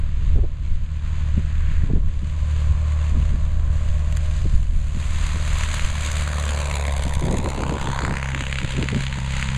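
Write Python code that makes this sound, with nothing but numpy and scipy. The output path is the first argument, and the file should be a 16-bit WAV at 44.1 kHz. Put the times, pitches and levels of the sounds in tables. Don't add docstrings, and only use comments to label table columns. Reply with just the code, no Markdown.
import sys
import numpy as np
from scipy import signal
from scipy.io import wavfile
from scipy.ndimage import uniform_filter1d, map_coordinates

SR = 44100
rng = np.random.default_rng(int(sys.argv[2]) if len(sys.argv) > 2 else 0)


def wav_out(sig):
    wavfile.write(sys.argv[1], SR, np.round(np.clip(np.atleast_2d(sig).T, -1, 1) * 32767).astype(np.int16))


N = 422037
TIME = np.arange(N) / SR

# time in seconds, relative level of the firing tone in dB.
DRONE_SWELL = [(0, -26), (0.7, -30.5), (1.25, -22), (2.2, -27), (2.55, -20.5), (3, -20), (3.25, -22.5),
               (4.3, -22.5), (4.7, -30), (5, -25), (5.55, -23), (5.8, -26), (6.2, -23), (6.9, -22.5),
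               (7.4, -29.5), (8, -28), (8.6, -30), (9.57, -27)]
# relative strength heard from ahead in dB, from behind in dB.
CYLINDER_DB = [(2.5, 1), (-3, -3), (1, -3), (-1.5, -8)]
REST_HZ = 71
NOTCH_HZ = 5500


def amp(db):
    return 10 ** (np.asarray(db) / 20)


def evened(x):
    return x / np.sqrt(np.mean(x ** 2) + 1e-20)


def steadied(x, size=10000):
    power = uniform_filter1d(uniform_filter1d(x ** 2, size), size // 2)
    return x / np.sqrt(abs(power) + 1e-12)


def follow(rows):
    s, *columns = np.transpose(rows)
    return [np.interp(TIME, s, column) for column in columns]


def add(mix, s, sound):
    part = mix[max(round(s * SR), 0):][:len(sound)]
    part += sound[:len(part)]


def band(x, hz, kind, order=2):
    return signal.sosfilt(signal.butter(order, hz, kind, fs=SR, output="sos"), x)


def drift(hz):
    knots = rng.standard_normal(4096)
    coarse = map_coordinates(knots, [TIME[::64] * hz * 2], order=3, mode="wrap")
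    return evened(coarse).repeat(64)[:N]


def colour(x, points, size=16384):
    f, db = np.transpose(points)
    log_hz = np.log(abs(np.fft.fftfreq(size, 1 / SR)) + 1)
    log_gain = np.log(amp(np.interp(log_hz, np.log(f), db)))
    spectrum = np.exp(np.conj(signal.hilbert(log_gain)))
    taps = np.fft.ifft(spectrum).real[:size // 2]
    return signal.oaconvolve(x, taps)[:len(x)]


def flight(pass_s=6.98, speed_m_per_s=22.5, miss_m=14.6):
    along = speed_m_per_s * (TIME - pass_s)
    return np.hypot(along, miss_m), np.arctan2(miss_m, -along) / (np.pi / 2)


def seen(aspect, views):
    return np.interp(aspect, np.linspace(0, 2, len(views)), views)


def engine_turns():
    # time in seconds, rate in Hz.
    firing_rate = [(0.0, 74.83), (1.0, 75.22), (2.0, 75.26), (3.0, 75.5), (4.0, 75.58), (5.0, 75.43),
                   (5.6, 75.7), (6.1, 74.91), (6.5, 73.22), (6.9, 70.43), (7.3, 68.36), (7.7, 67.79),
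                   (8.2, 67.15), (8.8, 66.7), (9.57, 66.52)]
    return np.cumsum(follow(firing_rate)[0]) / SR - .57


def firings(turns, aspect, scatter_db=2.5):
    firing = np.floor(turns).astype(int)
    ahead_db, behind_db = np.array(CYLINDER_DB)[firing % len(CYLINDER_DB)].T
    cylinder_db = ahead_db + (behind_db - ahead_db) * np.clip(aspect - 1, 0, 1)
    return amp(cylinder_db + scatter_db * rng.standard_normal(1024)[firing])


def ground(x, soft_hz=350, dull_hz=7800):
    # time in seconds, first null of its comb in Hz, strength 0 to 1.
    grass_echo = [(5.8, 5200, 0), (6.1, 3630, 0.02), (6.35, 2600, 0.17), (6.6, 1710, 0.3), (7.0, 1350, 0.3),
                  (7.25, 1400, 0.36), (7.5, 1610, 0.4), (7.8, 2130, 0.23), (8.0, 2760, 0.51),
                  (8.3, 4170, 0.4), (8.6, 5740, 0.22), (9.57, 7950, 0.06)]
    null_hz, share = follow(grass_echo)
    echo = signal.filtfilt(*signal.butter(1, [soft_hz, dull_hz], "band", fs=SR), x)
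    delayed = map_coordinates(echo, [(TIME - 1 / null_hz) * SR], order=3)
    return x - share * delayed


def drone(turns, aspect, level_db=-0.05, waver=0.069, overtone_waver=0.17, lag=0.37):
    # multiple of the firing rate, level ahead of the plane in dB, level behind it in dB.
    orders = [(.5, -41, -41), (1, 0, -0.5), (1.5, -16.5, -24), (2, -14, 2), (2.5, -30, -11.5),
              (3, -31.5, -7), (3.5, -43, -26.5), (4, -39.5, -28)]
    behind = np.clip(aspect - 1, 0, 1)
    out = np.zeros(N)
    for multiple, ahead_db, behind_db in orders:
        depth = waver if multiple == 1 else overtone_waver
        unsteady = 1 + depth * (drift(4.5) + 1j * drift(5.9))
        tone = (unsteady * np.exp(2j * np.pi * multiple * (turns - lag))).real
        out += amp(ahead_db + (behind_db - ahead_db) * behind) * tone
    return np.sqrt(2) * out * amp(follow(DRONE_SWELL)[0] + level_db)


def pipes(turns, aspect, distance, half_orders_db=-5, throb=0.63, lag=0.26, wander_db=1.8, count=46):
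    # centre in Hz, width in Hz, loss over the grass in dB per m,
    # then dB against the drone every 30 degrees from nose to tail.
    pipe_modes = [(400, 110, 0.054, -37, -33, -30, -38, -34, -33, -41),
                  (550.5, 118, 0.063, -23.5, -24.5, -20.5, -27, -18, -16, -27),
                  (676, 150, 0.074, -37.5, -31, -20, -25, -30, -24, -42),
                  (1000, 168, 0, -34.5, -24, -19, -18.5, -15.5, -13.5, -20.5),
                  (1540, 370, 0, -36.5, -28.5, -23, -25, -18, -18.5, -30)]
    near = np.clip(aspect, 0, 1)
    drone_db = follow(DRONE_SWELL)[0]
    levels = amp([drone_db + seen(aspect, views) - loss * distance + wander_db * drift(0.99)
                  for _, _, loss, *views in pipe_modes])

    multiples = (9 + np.arange(count)) / 2
    hz, width = np.transpose(pipe_modes)[:2]
    off_centre = (multiples[:, None] * REST_HZ - hz) / width
    lift = amp(half_orders_db * (multiples % 1 > 0))[:, None] / (1 + off_centre ** 2) ** 2
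    lift = lift / np.linalg.norm(lift, axis=0)

    half_turn = np.exp(1j * np.pi * turns)
    harmonic = np.exp(8j * np.pi * turns)
    out = np.zeros(N)
    for multiple, weights in zip(multiples, lift):
        harmonic = harmonic * half_turn
        clean = np.minimum((4.3 + 2.2 * near) / multiple, .8)
        blur_hz = 10 + 1.8 * multiple
        steady = clean * np.exp(2j * np.pi * rng.random())
        blur = np.sqrt((1 - clean ** 2) / 2) * (drift(blur_hz) + 1j * drift(blur_hz))
        out += (weights @ levels) * ((steady + blur) * harmonic).real
    return np.sqrt(2) * out * (1 + throb * near * np.cos(2 * np.pi * (turns - lag)))


def jets(turns, aspect, sharpness=1.96, low_hz=5500, scatter_db=2.5):
    cylinder_jets = [(2, 5, 2, -7.5, -11, 1.5, 2), (-1, 1.5, 2, -9, -8, 0.5, 3),
                     (-1, -0.5, -3, 2, 2, -2, -7), (0, 0, 1, 3, 4.5, -1.5, 0)]
    jet_level = (-11.5, -1, 2, 4.5, 4.5, 0.5, -7)
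    jet_lag = (0.32, 0.41, 0.34, 0.13, 0.035, .2, .2)
    own = turns - seen(aspect, jet_lag)
    firing = np.round(own).astype(int)
    cylinder_db = np.choose(firing % len(cylinder_jets), [seen(aspect, views) for views in cylinder_jets])
    chance_db = scatter_db * rng.standard_normal(1024)[firing]
    level = amp(seen(aspect, jet_level) + cylinder_db + chance_db)
    pulse = np.exp(sharpness * (np.cos(2 * np.pi * own) - 1))
    return level * pulse * band(rng.standard_normal(N), low_hz, "high", order=1)


def swelling(x, spread=1.19):
    # centre in seconds, half length in seconds, centre in Hz, lift of the band in dB.
    swells = [(1.12, .13, 1000, 6), (1.7, 0.16, 1640, 8), (3.05, 0.39, 1080, 4), (4.2, .22, 960, -11),
              (4.42, 0.1, 4960, 6), (4.6, 0.23, 9600, 3), (5.4, 0.2, 1040, 2), (5.9, 0.17, 3600, 0),
              (6.333, 0.1, 1600, 1.5), (6.747, 0.089, 2260, 1.5)]
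    edges = spread ** np.array([-1, 1])
    out = x.copy()
    for s, half, hz, db in swells:
        moment = np.exp(-((TIME - s) / half) ** 2 / 2)
        out += (amp(db) - 1) * moment * band(x, hz * edges, "band", order=1)
    return out


def rasp(turns, aspect, distance, strength, level_db=-.5, flutter_db=0.93, air_db_per_m=0.07):
    # time in seconds, relative level in dB.
    rasp_level = [(0, -50.5), (0.3, -48.5), (0.52, -56), (0.68, -51), (0.84, -52.5), (1.2, -46.5),
                  (1.45, -49.5), (1.72, -47), (2.03, -54), (2.4, -47), (2.68, -44), (2.8, -48.5),
                  (3.1, -43.5), (3.45, -49), (3.64, -51), (3.88, -44.5), (4.02, -46.5), (4.35, -45.5),
                  (4.68, -51), (4.85, -47.5), (5.22, -35.5), (5.4, -38), (5.56, -33.5), (5.8, -32),
                  (5.92, -37), (6.05, -32), (6.3, -35.5), (6.8, -35), (7.1, -38.5), (7.4, -39.5),
                  (8.5, -35.5), (9.0, -35), (9.22, -38), (9.4, -33), (9.57, -37)]
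    # frequency in Hz, level in dB.
    from_nose = [(200, -3.5), (370, -21.5), (570, -5.5), (780, -11), (1000, -1.5), (1330, -3), (1650, -2),
                 (2500, -1.5), (4200, -6.5), (5000, -9.5), (7000, -7), (10000, -24.5), (14000, -38)]
    from_side = [(200, 13.5), (370, -7.5), (570, -1.5), (800, -12.5), (1000, 1), (1400, -1.5), (2200, 2),
                 (3100, -4), (4200, -2.5), (5000, -9.5), (7000, -5.5), (10000, -15.5), (14000, -37)]
    from_tail = [(200, -4), (370, -24), (570, -2), (760, -31), (960, -1), (1250, -2.5), (2000, 3),
                 (2800, 0), (4200, -5), (5000, -7.5), (7000, -2), (10000, -20), (14000, -43)]
    treble_views = (11.5, 5.54, 3.4, 2.1, 4, 0.68, 5.3)

    rise, fall_ahead, fall_near = 0.1, 0.32, 0.25
    age = turns % 1
    fall = fall_ahead + (fall_near - fall_ahead) * np.clip(aspect, 0, 1)
    puff = strength * np.minimum(age / rise, 1) ** 2 * np.exp(-np.maximum(age - rise, 0) / fall)

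    rush_db = (0, -5, -11, -13, -12, -12, -5)
    rush = amp(seen(aspect, rush_db)) * band(rng.standard_normal(N), 8000, "low", order=1)
    pulses = np.diff(np.floor(turns - rise), prepend=-1) * strength
    puffs = band(puff * rng.standard_normal(N), 8000, "low", order=1)
    hiss = puffs + rush + jets(turns, aspect)
    drive = steadied(hiss) + 0.1 * band(steadied(pulses), 900, "low")

    views = enumerate([from_nose, from_side, from_tail])
    sound = ground(sum(np.maximum(1 - abs(aspect - k), 0) * colour(drive, view) for k, view in views))
    body = band(sound, np.array([1200, 4800]), "band", order=3)
    sound = sound / np.sqrt(uniform_filter1d(body ** 2, size=10000))

    highpass = signal.firwin(41, NOTCH_HZ, pass_zero=False, fs=SR)
    treble = signal.oaconvolve(sound, highpass, "same")
    treble_gain = amp(seen(aspect, treble_views) - air_db_per_m * distance)
    sound = sound + treble * (treble_gain - 1)
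    return swelling(sound) * amp(follow(rasp_level)[0] + level_db + flutter_db * drift(10))


def wind(level_db=3.5, eddy_db=1.9, eddy_hz=4):
    # time in seconds, relative level in dB.
    wind_level = [(0, -25), (0.36, -17.5), (0.55, -28.5), (0.72, -19), (0.95, -29), (1.2, -24),
                  (1.4, -25.5), (1.6, -21), (1.75, -23.5), (1.9, -20), (2.08, -25), (2.45, -28), (2.9, -31),
                  (3.2, -23.5), (3.58, -23), (4.1, -25.5), (4.55, -21.5), (4.85, -26), (5.8, -26.5),
                  (6.5, -39), (6.85, -39), (7.1, -26), (8.15, -38.5), (8.5, -35), (9.57, -31.5)]
    # frequency in Hz, level in dB.
    rumble = [(5, -4.5), (15, 3), (30, 1), (50, -3), (80, -12), (120, -14.5), (180, -27), (280, -38.5),
              (500, -49.5), (1200, -94.5)]
    eddies = colour(rng.standard_normal(N), rumble)
    return steadied(eddies, size=6000) * amp(follow(wind_level)[0] + level_db + eddy_db * drift(eddy_hz))


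def turbulence(lump_db=3.5, lump_hz=50):
    # frequency in Hz, level in dB.
    buffet = [(30, -10.5), (80, 5), (150, 4.5), (300, -3), (1500, -7.5)]
    return colour(rng.standard_normal(N), buffet) * amp(lump_db * drift(lump_hz))


def gusts():
    # centre in seconds, level in dB, half length in seconds, upper edge in Hz.
    gust_list = [(0.322, -15, 0.014, 40), (0.379, -24.5, 0.018, 416), (0.426, -15, .016, 45),
                 (0.443, -27, 0.007, 446), (1.384, -24, 0.011, 280), (1.882, -27, 0.054, 270),
                 (1.905, -24, 0.0098, 476), (1.964, -26, 0.014, 420), (2.235, -29, 0.0094, 258),
                 (2.714, -17.5, 0.027, 44.6), (3.174, -24, 0.033, 223), (3.34, -28, .015, 274),
                 (4.459, -26, 0.006, 400), (4.569, -12.5, 0.025, 35), (4.732, -16.5, .02, 40),
                 (4.969, -29, 0.021, 230), (5.363, -32, 0.014, 376), (7.067, -24.5, 0.012, 279),
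                 (7.239, -20.5, 0.014, 436), (7.318, -21.5, 0.028, 584), (7.276, -25.5, .012, 650),
                 (7.388, -24, 0.024, 520), (7.472, -24.5, 0.028, 600), (7.613, -24.5, 0.036, 520),
                 (7.731, -22.5, 0.026, 477), (7.876, -25.5, 0.037, 450), (8.031, -27.5, 0.022, 400),
                 (8.108, -25.5, 0.033, 400), (8.347, -30, 0.015, 330), (8.41, -29, 0.012, 330),
                 (8.635, -24, 0.014, 368), (8.803, -21.5, 0.031, 375), (8.952, -19.5, 0.023, 350),
                 (9.184, -24, 0.0073, 350)]
    out, air = np.zeros(N), turbulence()
    for s, db, half, hz in gust_list:
        near = abs(TIME - s) < 4 * half + .15
        swell = np.exp(-((TIME[near] - s) / half) ** 2 / 2)
        burst = band(air[near] * swell, hz, "low", order=3)
        out[near] += amp(db) * evened(burst) * np.sqrt(np.mean(swell ** 2))
    return out


def thumps():
    # centre in seconds, peak pressure as a share of full scale, half length in seconds.
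    eddy_list = [(.363, 0.8, 0.0028), (0.375, -.1, 0.00068), (1.38, -0.42, 0.0014), (1.783, 0.33, 0.0022),
                 (1.936, -.42, .0008), (1.9372, 0.24, 0.00087), (2.233, -0.3, .0014), (3.2, -0.3, .0018),
                 (3.895, .35, .007), (4.464, -0.33, .0012), (4.542, 0.54, 0.0019), (4.731, -0.12, 0.0011),
                 (5.845, .25, .007), (7.171, 0.22, 0.0015), (8.952, 0.2, .0013)]
    out = np.zeros(N)
    for s, push, half in eddy_list:
        out += push * np.exp(-np.minimum(((TIME - s) / half) ** 2 / 2, 20))
    return out


def ticks(level_db=1.5, decay_s=0.0013):
    # start in seconds, relative peak in dB.
    tick_list = [(4.125, -27.5), (4.165, -30), (4.17, -19.5)]
    # frequency in Hz, level in dB.
    tick_colour = [(600, -11), (2000, 5), (4000, -5), (7500, 5), (11000, -15), (15000, -23)]
    out, t = np.zeros(N), np.arange(500) / SR
    for s, db in tick_list:
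        tick = colour(rng.standard_normal(len(t)) * np.exp(-t / decay_s), tick_colour, size=512)
        add(out, s, amp(db + level_db) * tick / abs(tick).max())
    return out


def cracks(turns, level_db=-1.0, decay_s=0.002, spit=0.14, spread=1.42, lead_s=0.00031, top_hz=5000, lag=0.111):
    # time in seconds, relative peak in dB, centre in Hz.
    loud_cracks = [(5.7957, -10, 2230), (5.956, -21, 1750), (6.2763, -17.5, 1350), (6.3333, -15, 1450),
                   (6.384, -17.5, 1580), (6.439, -16, 1700), (6.466, -20, 1400), (6.7134, -17, 2260),
                   (6.8528, -20, 2140), (7.4599, -13, 1090), (7.6356, -11.5, 1200), (7.6949, -16.5, 1000),
                   (7.754, -20, 1300), (7.783, -17, 1250), (7.8728, -14, 1000), (7.901, -17.5, 1150),
                   (7.932, -19, 1300), (7.9613, -16, 1150), (7.9903, -10, 1660), (8.0198, -16, 1300),
                   (8.0505, -10, 1820), (8.08, -12.5, 1200), (8.1397, -15.5, 1400), (8.1695, -15.5, 2000),
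                   (8.229, -12, 1770), (8.2586, -16, 1650), (8.348, -9, 2060), (8.3773, -18, 1610),
                   (8.4079, -13.5, 1900), (8.4385, -15, 1750), (8.4674, -12, 2580), (8.5277, -8, 2400),
                   (8.5574, -11.5, 2340), (8.5866, -10.5, 2780), (8.6163, -17, 1700), (8.6474, -19, 1700),
                   (8.767, -18, 1930), (8.8269, -10, 2500), (8.8872, -7.5, 2280), (8.947, -13, 2050),
                   (9.0077, -15, 1900), (9.0673, -9, 2960), (9.1273, -16, 2010), (9.1867, -19, 1400),
                   (9.3668, -12.5, 1900), (9.427, -13, 1950), (9.489, -12, 2280), (9.548, -18, 2180)]
    # time in seconds, relative peak in dB, centre in Hz.
    crackle = [(7.5, -22.5, 965), (7.95, -20, 1300), (8.5, -21, 2210), (9.1, -25, 2200)]
    crackle_from_s, crackle_scatter_db = 7.5, 2.5

    starts = np.flatnonzero(np.diff(np.floor(turns - lag)) > 0) + 1
    firing_rows = np.array([TIME, turns, *follow(crackle)])[:, starts].T
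    lesser = []
    for (s, turn, db, hz), chance in zip(firing_rows, rng.standard_normal(1024)):
        apart = min(abs(s - loud_s) for loud_s, _, _ in loud_cracks) > .5 / REST_HZ
        if s > crackle_from_s and apart:
            behind_db = CYLINDER_DB[int(turn - lag) % len(CYLINDER_DB)][1]
            lesser.append((s, db + behind_db + crackle_scatter_db * chance, hz))

    out, t = np.zeros(N), np.arange(1000) / SR
    for s, db, hz in list(loud_cracks) + lesser:
        gas = spit * rng.standard_normal(len(t)) * np.exp(-t / decay_s)
        shock = -np.exp(-t * 2 * np.pi * hz) * 2
        crack = band(shock + gas, hz * spread ** np.array([-1, 1]), "band", order=1)
        crack = band(crack, top_hz, "low")
        add(out, s - lead_s, amp(db + level_db) * crack / abs(crack).max())
    return ground(band(out, 500, "high"))


def scene():
    turns = engine_turns()
    distance, aspect = flight()
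    strength = firings(turns, aspect)
    plane = drone(turns, aspect) + ground(pipes(turns, aspect, distance))
    plane = plane + rasp(turns, aspect, distance, strength)
    mix = plane + wind() + gusts() + thumps() + ticks() + cracks(turns)
    return np.array([mix, mix])


def record(dry, notch_width_hz=1600, first_channel_db=0.0161, edge_hz=15200):
    notch = signal.iirnotch(NOTCH_HZ, NOTCH_HZ / notch_width_hz, SR)
    notched = signal.lfilter(*notch, dry) * amp([[first_channel_db], [0]])
    lowpass = signal.firwin(511, edge_hz, window=("kaiser", 9), fs=SR)
    return signal.oaconvolve(notched, lowpass[None], "same")


dry = scene()
out = record(dry)
wav_out(out)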